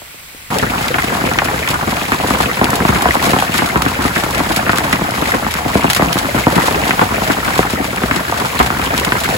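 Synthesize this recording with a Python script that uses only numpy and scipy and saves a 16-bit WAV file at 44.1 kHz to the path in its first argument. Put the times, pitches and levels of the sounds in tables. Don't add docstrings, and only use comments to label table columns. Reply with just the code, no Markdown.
import sys
import numpy as np
from scipy import signal
from scipy.fft import rfft, irfft, next_fast_len
from scipy.io import wavfile

SR = 44100
rng = np.random.default_rng(int(sys.argv[2]) if len(sys.argv) > 2 else 0)


def generate_wav(sig):
    pcm = np.round(np.clip(np.atleast_2d(sig).T, -1, 1) * 32767).astype(np.int16)
    wavfile.write(sys.argv[1], SR, pcm)


N = 413216
TIME = np.arange(N) / SR
ABOARD_S, TOP_HZ = 0.504, 15850
HIT_SAMPLES, BLOW_S = 4096, .02


def gain_of(db):
    return 10 ** (np.asarray(db) / 20)


def unit_rms(x):
    return x / np.sqrt(np.mean(abs(x) ** 2) + 1e-20)


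def curve(points, hz):
    point_hz, value = np.transpose(points)
    return np.interp(np.log(hz + 1), np.log(point_hz + 1), value)


def add(mix, start_s, sound):
    part = mix[:, max(round(start_s * SR), 0):][:, :sound.shape[1]]
    part += sound[:, :part.shape[1]]


def filtered(x, response):
    size = next_fast_len(N + HIT_SAMPLES)
    return irfft(rfft(x, size) * response(np.fft.rfftfreq(size, 1 / SR)), size)[..., :N]


def mode(hz, centre_hz, width_hz):
    return 1j * hz * width_hz / (centre_hz ** 2 - hz ** 2 + 1j * hz * width_hz)


# freq_hz, correlation
STEREO_LIKENESS = [(60, 0.98), (150, 1), (290, 0.09), (640, 0.27), (1400, 0.022), (16000, 0.61)]
def stereo_pair(spectra, hz):
    same = np.clip(curve(STEREO_LIKENESS, hz), -1, 1)
    return np.array([spectra[0], same * spectra[0] + np.sqrt(1 - same ** 2) * spectra[1]])


def lagged_left(x, lag_s, split_hz=6400):
    def treble(hz):
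        return 1 - 1 / (1 + (hz / split_hz) ** 20)
    own = filtered(x[0], lambda hz: np.sqrt(1 - treble(hz)) * np.exp(-2j * np.pi * hz * lag_s))
    shared = filtered(x[1], lambda hz: -np.sqrt(treble(hz)) * np.exp(-2j * np.pi * hz * lag_s))
    return np.array([own + shared, x[1]])


# freq_hz, gain_db
BANK_TONE = [(25, -1.5), (70, 5.5), (220, -3.5), (600, -5), (1300, -1), (3300, -2), (6000, -7), (9000, -6),
             (15500, -7.5)]
# start_s, thump_db, knock_db, pitch_hz, ring_ratio
SOFT_DROPS = [(.015, -46, -35.5, 627, 0.4), (.139, -48, -44, 516, .3), (.344, -41, -45, 477, 0.22)]
def bank(hiss_db=-34.5, spit_db=-46, bubbles_db=-42.5):
    bubbles = droplets(per_s=380, spread_db=0, low_hz=1900, high_hz=2600, decay_cycles=8.1)
    rain = gain_of(hiss_db) * hiss(BANK_TONE) + gain_of(bubbles_db) * bubbles
    rain += gain_of(spit_db) * small_splashes()
    return lagged_left(rain + close_drops(SOFT_DROPS), lag_s=-.000307)


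def hiss(tone):
    size = next_fast_len(N)
    hz = np.fft.rfftfreq(size, 1 / SR)
    noise = stereo_pair(rfft(rng.standard_normal((2, size))), hz)
    return unit_rms(irfft(noise * gain_of(curve(tone, hz)), size)[:, :N])


def droplets(per_s=150, spread_db=4, low_hz=2800, high_hz=12000, db_per_octave=-1, decay_cycles=1):
    out, t = np.zeros((2, N)), TIME[:HIT_SAMPLES // 8]
    for when, pitch, size, side in rng.random(size=(4000, 4))[:int(per_s * N / SR)]:
        hz = low_hz * (high_hz / low_hz) ** pitch
        db = spread_db * min(-np.log(1 - size), 3.5) + db_per_octave * np.log2(hz / low_hz)
        tick = gain_of(db) * np.sin(2 * np.pi * hz * t) * np.exp(-hz * t / decay_cycles)
        add(out, when * N / SR, np.outer([np.cos(np.pi * side), np.sin(np.pi * side)], tick))
    return unit_rms(out)


def ticks(size, grain=0.41):
    return unit_rms(rng.standard_normal((2, size)) * np.exp(grain * rng.standard_normal(size)))


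# freq_hz, gain_db
SPRAY_TONE = [(200, -1), (900, 11), (2500, 8.5), (4000, 5.5), (6200, -1), (8500, 2.5), (11500, -1),
              (15500, -7.5)]
def spray(cloud):
    return filtered(cloud, lambda hz: unit_rms(gain_of(curve(SPRAY_TONE, hz)) * (hz < TOP_HZ)))


def small_splashes(per_s=260, spread_db=4.8, t60_s=0.057):
    sizes = gain_of(spread_db * np.minimum(rng.exponential(1, N), 2.8))
    hits = sizes * (rng.random(N) < per_s / SR)
    decay = gain_of(-60 * TIME[:HIT_SAMPLES] / t60_s)
    power = signal.oaconvolve(hits ** 2, decay ** 2)[:N]
    return unit_rms(spray(ticks(N) * np.sqrt(np.maximum(power, 0))))


# pitch_hz, wander_octaves, width_hz, gain_db
PLATE_MODES = [(716, 0.081, 22, 2.5), (1123, 0.435, 18, 4)]
def plate_blow(thump_db, knock_db, knock_hz, ring, echo, travel_s, damping, knock_octaves,
               bass_t60_s, treble_t60_s, thump_hz=200.7, contact_hz=3200, skew_rad=1.64):
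    hz, t = np.fft.rfftfreq(HIT_SAMPLES, 1 / SR), TIME[:HIT_SAMPLES]

    def hump(centre_hz, octaves):
        return (1 + (np.log2((hz + 1) / centre_hz) / octaves) ** 2) ** -2 / (1 + (hz / contact_hz) ** 4)
    notes = 1 + sum(gain_of(db) * mode(hz, pitch_hz * 2 ** (wander * rng.uniform(-1.01, 1)), width_hz)
                    for pitch_hz, wander, width_hz, db in PLATE_MODES)
    knock = unit_rms(hump(knock_hz, knock_octaves) * mode(hz, knock_hz, damping * knock_hz) * notes)
    thump = unit_rms(hump(thump_hz, octaves=1.49))
    colour = gain_of(thump_db) * thump + gain_of(knock_db) * knock
    direct_s = travel_s * rng.uniform(.55, 1.15)
    waves = 0
    for bounce, (detour, turn, side) in enumerate(rng.random(size=(4, 3))):
        path_s = direct_s * (1 + bounce * (.5 + detour))
        phase = 2 * np.pi * (turn + hz * direct_s / 4 - 2 * path_s * np.sqrt(hz * 1000))
        width = 1 if bounce else min(ring, 1)
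        skew = width * skew_rad * (2 * side - 1) * hz ** 2 / (hz ** 2 + 380 ** 2)
        gain = echo / np.sqrt(bounce) if bounce else 1
        waves = waves + gain * np.exp(1j * (phase + np.array([skew, -skew])))
    noise = rng.standard_normal((2, HIT_SAMPLES)) * (1 - np.exp(-t / direct_s))
    low, high = (unit_rms(rfft(noise * gain_of(-60 * t / t60))) for t60 in (bass_t60_s, treble_t60_s))
    bass_share = 1 / (1 + (hz / 500) ** 2)
    tail = stereo_pair(bass_share * low + (1 - bass_share) * high, hz)
    blow = irfft(colour * (waves + ring * tail))
    fade = np.cos(np.pi / 2 * t / t[-1])
    return unit_rms(blow * fade) * np.sqrt(np.mean(abs(colour) ** 2) * BLOW_S * SR / HIT_SAMPLES)


def close_drops(rows):
    out = np.zeros((2, N))
    for start_s, thump_db, knock_db, knock_hz, ring in rows:
        echo = .65 * np.sqrt(ring)
        blow = plate_blow(thump_db, knock_db, knock_hz, ring, echo, travel_s=.0043, damping=0.56,
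                          knock_octaves=3.5, bass_t60_s=0.094, treble_t60_s=0.098)
        add(out, start_s, blow)
    return out


def patter(per_s=115, spread_db=1.5, centre_hz=1120, octaves=1.51, spot_count=48):
    pitches_hz = centre_hz * 2 ** (octaves * np.linspace(-1, 1, spot_count))
    thumps_db = rng.uniform(-14, 0, spot_count)
    spots = [plate_blow(db, 0, hz, ring=0.56, echo=0.57, travel_s=.0042, damping=0.16,
                        knock_octaves=3.4, bass_t60_s=0.11, treble_t60_s=0.16)
             for db, hz in zip(thumps_db, pitches_hz)]
    out = np.zeros((2, N))
    for when, pick_a, pick_b, size in rng.random(size=(8000, 4))[:int(per_s * N / SR)]:
        weight = gain_of(spread_db * min(-np.log(1 - size), 2))
        spot = int((pick_a + pick_b) / 2 * spot_count)
        add(out, when * N / SR, weight * spots[spot])
    return unit_rms(out)


def medium_drops(per_s=8, thump_db=-27, knock_db=-26, centre_hz=1150, octaves=0.84, ring=0.28):
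    rows = [((slot + when) / per_s, thump_db + 2 * thump - 1, knock_db + 2 * knock - 1,
             centre_hz * 2 ** (octaves * (up - down)), ring)
            for slot, (when, thump, knock, up, down) in enumerate(rng.random(size=(120, 5)))]
    return close_drops([row for row in rows if row[0] < N / SR])


# pitch_hz, width_hz, gain_db
HULL_MODES = [(61.7, 9.8, 13.5), (122.7, 6.6, -1.5), (172, 11, -6.5), (270, 130, -6.5)]
def hull(blows):
    return filtered(blows.mean(0), lambda hz: sum(gain_of(db) * mode(hz, pitch_hz, width_hz)
                                                  for pitch_hz, width_hz, db in HULL_MODES))


# start_s, level_db, spray_t60_s, low_cut_hz
LOUD_SPLASHES = [(.585, -16, 0.024, 3600), (.882, -18, 0.024, 3500), (1.446, -19, 0.07, 3500),
                 (1.688, -18.5, 0.033, 2200), (2.273, -19, 0.077, 3000), (2.643, -17, 0.037, 700),
                 (2.704, -15.5, 0.023, 5000), (2.755, -17, 0.086, 2800), (3.021, -17, 0.036, 3200),
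                 (3.148, -21, 0.027, 2500), (3.225, -20, .018, 2000), (3.242, -21, .016, 1500),
                 (3.54, -14, 0.64, 900), (3.58, -17, 0.041, 1500), (3.82, -16.5, 0.03, 900),
                 (4.308, -21.5, 0.022, 4000), (4.562, -12.5, 0.1, 3000), (4.784, -17.5, 0.013, 700),
                 (4.927, -17, 0.087, 700), (5.54, -20.5, 0.018, 2000), (5.9, -10.5, 0.078, 700),
                 (5.932, -15, 0.026, 1500), (5.948, -15.5, 0.057, 1500), (5.963, -14, 0.093, 900),
                 (6.129, -16.5, 0.027, 2300), (6.187, -18, .03, 2500), (7.578, -15, 0.24, 1200),
                 (8.16, -18.5, 0.086, 1500), (8.591, -16.5, 0.059, 900), (8.959, -27, 0.17, 1200),
                 (8.978, -16, 0.024, 3000), (8.998, -19.5, .02, 2800), (9.048, -16.5, 0.039, 700),
                 (9.203, -19, 0.055, 4020), (9.236, -17, 0.1, 1200)]
def near_splashes(light_per_s=3, crack_db=1, crack_t60_s=0.0066):
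    light = [((slot + when) / light_per_s, -29 + 4 * size, 0.023 * 2 ** (2 * length - 1), 2000)
             for slot, (when, size, length) in enumerate(rng.random(size=(50, 3)))]
    out, t = np.zeros((2, N)), TIME[:HIT_SAMPLES]
    for start_s, level_db, t60_s, low_cut_hz in LOUD_SPLASHES + light:
        power = gain_of(-60 * t / t60_s) ** 2 + gain_of(crack_db - 60 * t / crack_t60_s) ** 2
        cloud = ticks(HIT_SAMPLES) * gain_of(level_db) * np.sqrt(BLOW_S * SR * power / power.sum())
        add(out, start_s, signal.lfilter(*signal.butter(2, low_cut_hz, "high", fs=SR), cloud))
    return spray(out)


# start_s, thump_db, knock_db, pitch_hz, ring_ratio
HEAVY_DROPS = [(0.625, -16.5, -15.5, 1150, 1.6), (0.941, -25, -15, 1520, 0.63),
               (0.982, -25, -14.5, 1550, 1.8), (1.238, -19, -25, 990, 0.5), (1.312, -45, -21, 1610, 0.15),
               (1.376, -25, -28, 1400, 0.27), (1.386, -31, -9.5, 2120, 0.34), (1.417, -31, -15, 860, 0.41),
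               (1.675, -41, -18.5, 2300, 0.46), (1.741, -29, -20, 1250, 0.97),
               (1.871, -17.5, -25, 950, 1.3), (2.118, -21.5, -16, 1330, 0.14), (2.244, -22, -45, 700, 0.7),
               (2.305, -18, -16, 1100, 0.57), (2.347, -23.5, -18.5, 1150, 0.5),
               (2.401, -19.5, -14.5, 940, .5), (2.612, -14.5, -11, 854, 0.43), (2.636, -19, -26, 950, 0.55),
               (2.73, -21, -17, 1100, 0.64), (2.802, -19, -20, 1340, 0.7), (2.85, -19, -12, 990, 0.3),
               (2.889, -12, -17, 1220, 1), (2.957, -18, -18, 1300, 1.1), (3.054, -21, -8.5, 855, 0.29),
               (3.151, -39, -12.5, 805, 0.45), (3.266, -17, -22, 750, 1.5), (3.332, -15, -13.5, 1130, 0.55),
               (3.362, -20, -15, 885, 0.23), (3.421, -30, -14, 860, 0.098), (3.541, -27, -20, 1610, 0.47),
               (3.587, -21, -14.5, 1700, 1.6), (3.619, -19, -16, 835, 1), (3.756, -15, -12.5, 1270, 0.57),
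               (3.819, -24.5, -19, 1310, 0.25), (3.861, -17, -16, 1200, 0.45),
               (3.989, -20.5, -24, 960, 0.52), (4.05, -16.5, -17.5, 1180, .25), (4.16, -29, -16, 1770, 0.9),
               (4.234, -22.5, -20, 1200, 0.39), (4.401, -17.5, -19, 900, 1.2), (4.499, -19, -23, 1400, .9),
               (4.693, -19, -9.5, 1360, 0.68), (4.73, -22, -16, 1340, 0.19), (4.783, -22, -17.5, 1700, 0.3),
               (4.839, -28, -21, 1200, 0.83), (4.928, -17, -12.5, 1900, 0.99), (5.017, -20, -24, 800, .3),
               (5.22, -22, -18.5, 1110, 0.71), (5.339, -15, -16.5, 1300, 1.5), (5.464, -21, -20, 980, 0.37),
               (5.586, -36, -23, 1190, 0.32), (5.658, -20.5, -23, 760, 0.48),
               (5.752, -11.5, -15, 554, 0.26), (5.841, -15.5, -11.5, 840, 0.42),
               (5.993, -23, -13, 620, 0.83), (6.02, -14, -16, 1040, 0.39), (6.045, -34, -22, 1300, 0.36),
               (6.072, -23, -30, 900, 0.46), (6.154, -18.5, -24, 900, .3), (6.168, -24, -20, 1100, 0.46),
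               (6.343, -17.5, -19, 800, .6), (6.365, -24, -25, 1200, 0.65), (6.386, -28, -24, 1230, 0.49),
               (6.466, -10, -10, 780, 0.58), (6.561, -14.5, -20, 1410, 0.73), (6.578, -15, -13, 910, 1.3),
               (6.681, -37, -13, 1000, 0.23), (6.71, -24, -27, 1500, 0.65), (6.907, -25, -12, 2040, 0.55),
               (6.992, -35, -11, 1130, 0.27), (7.012, -16.5, -8, 834, 1.7), (7.299, -16.5, -15, 1500, 1.5),
               (7.476, -21, -17, 1180, 1.2), (7.59, -13, -6.5, 510, 0.075), (7.628, -41, -18.5, 1350, 0.35),
               (7.731, -18.5, -35, 600, 0.43), (7.799, -20, -29, 810, 0.54), (8.034, -17, -20, 1570, 0.63),
               (8.11, -19.5, -14, 1740, 0.71), (8.161, -20.5, -23, 1300, 0.86),
               (8.323, -43, -16.5, 840, 0.16), (8.447, -30, -18.5, 1140, 0.59),
               (8.599, -13, -6.5, 1080, 1.8), (8.702, -25, -16.5, 1210, 0.21),
               (9.12, -21, -11.5, 1520, 0.26)]
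def heavy_drops(boost_db=1):
    return gain_of(boost_db) * close_drops(HEAVY_DROPS)


# start_s, level_db, pitch_hz
LOUD_TINKS = [(.844, -21, 2000), (1.023, -19, 2000), (2.514, -18, 2080), (3.086, -24, 3100),
              (3.108, -13, 1990), (3.141, -22, 1180), (3.257, -25, 2200), (5.319, -14, 1880),
              (6.009, -18, 2020), (8.583, -28, 4100)]
def fittings(ring_s=0.001, light_per_s=16, low_hz=1000, octaves=1.56, db_per_octave=-11):
    light = [(when * N / SR, -26 - 5 * softness + db_per_octave * octaves * pitch,
              low_hz * 2 ** (octaves * pitch))
             for when, softness, pitch in rng.random(size=(400, 3))[:int(light_per_s * N / SR)]]
    out, t = np.zeros((2, N)), TIME[:HIT_SAMPLES // 4]
    for start_s, level_db, pitch_hz in LOUD_TINKS + light:
        phase = 2 * np.pi * pitch_hz * t + rng.random((2, 1)) * np.pi / 2
        note = unit_rms(t * np.exp(-t / ring_s) * np.sin(phase))
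        add(out, start_s, gain_of(level_db) * note * np.sqrt(BLOW_S * SR / len(t)))
    return out


# time_s, gain_db
RAIN_SWELL = [(.5, 2), (1.55, 2.5), (1.9, 1.5), (3.28, 4.5), (3.48, 2), (3.93, 1), (4.2, 2.5), (5.6, 1),
              (6.75, 4), (7.55, 2.5), (7.72, 0), (9.37, 4)]
# freq_hz, gain_db
WASH_TONE = [(25, -11), (62, 12), (130, 10.5), (280, -6), (450, 6), (1100, 0.5), (2100, 2.5), (3100, -3.5),
             (6000, -10), (8500, -8), (13000, -11), (15500, -11)]
# freq_hz, left_over_right_db
STEREO_LEAN = [(60, 1), (170, -2), (320, 5.5), (560, 0.5), (1200, 0.7), (5500, 1.86)]
def deck(patter_db=-22.5, wash_db=-24.5, spit_db=-29.5, crackle_db=-39, splash_db=1,
         flurry_db=6.5, flurry_hz=9):
    swell = gain_of(np.interp(TIME, *np.transpose(RAIN_SWELL)))
    blows = heavy_drops() + swell * (medium_drops() + gain_of(patter_db) * patter())
    slow_noise = filtered(rng.standard_normal(N), lambda hz: 1 / (1 + (hz / flurry_hz) ** 4))
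    flurry = np.tanh(unit_rms(slow_noise))
    wash = gain_of(wash_db) * hiss(WASH_TONE)
    spit = gain_of(spit_db + flurry_db * flurry) * small_splashes()
    crackle = gain_of(crackle_db) * droplets()
    water = swell * (wash + spit + crackle)
    mix = blows + hull(blows) + fittings() + water + gain_of(splash_db) * near_splashes()
    mix = filtered(mix, lambda hz: gain_of(np.outer([.5, -.5], curve(STEREO_LEAN, hz))))
    return lagged_left(mix, lag_s=.00022)


def scene():
    return np.where(TIME < ABOARD_S, bank(), deck())


def record(dry):
    clipped = dry / (1 + dry ** 8) ** (1 / 8)
    low_pass = signal.firwin(511, TOP_HZ, window=("kaiser", 9), fs=SR)
    return signal.oaconvolve(clipped, low_pass[None], "same")


dry = scene()
out = record(dry)
generate_wav(out)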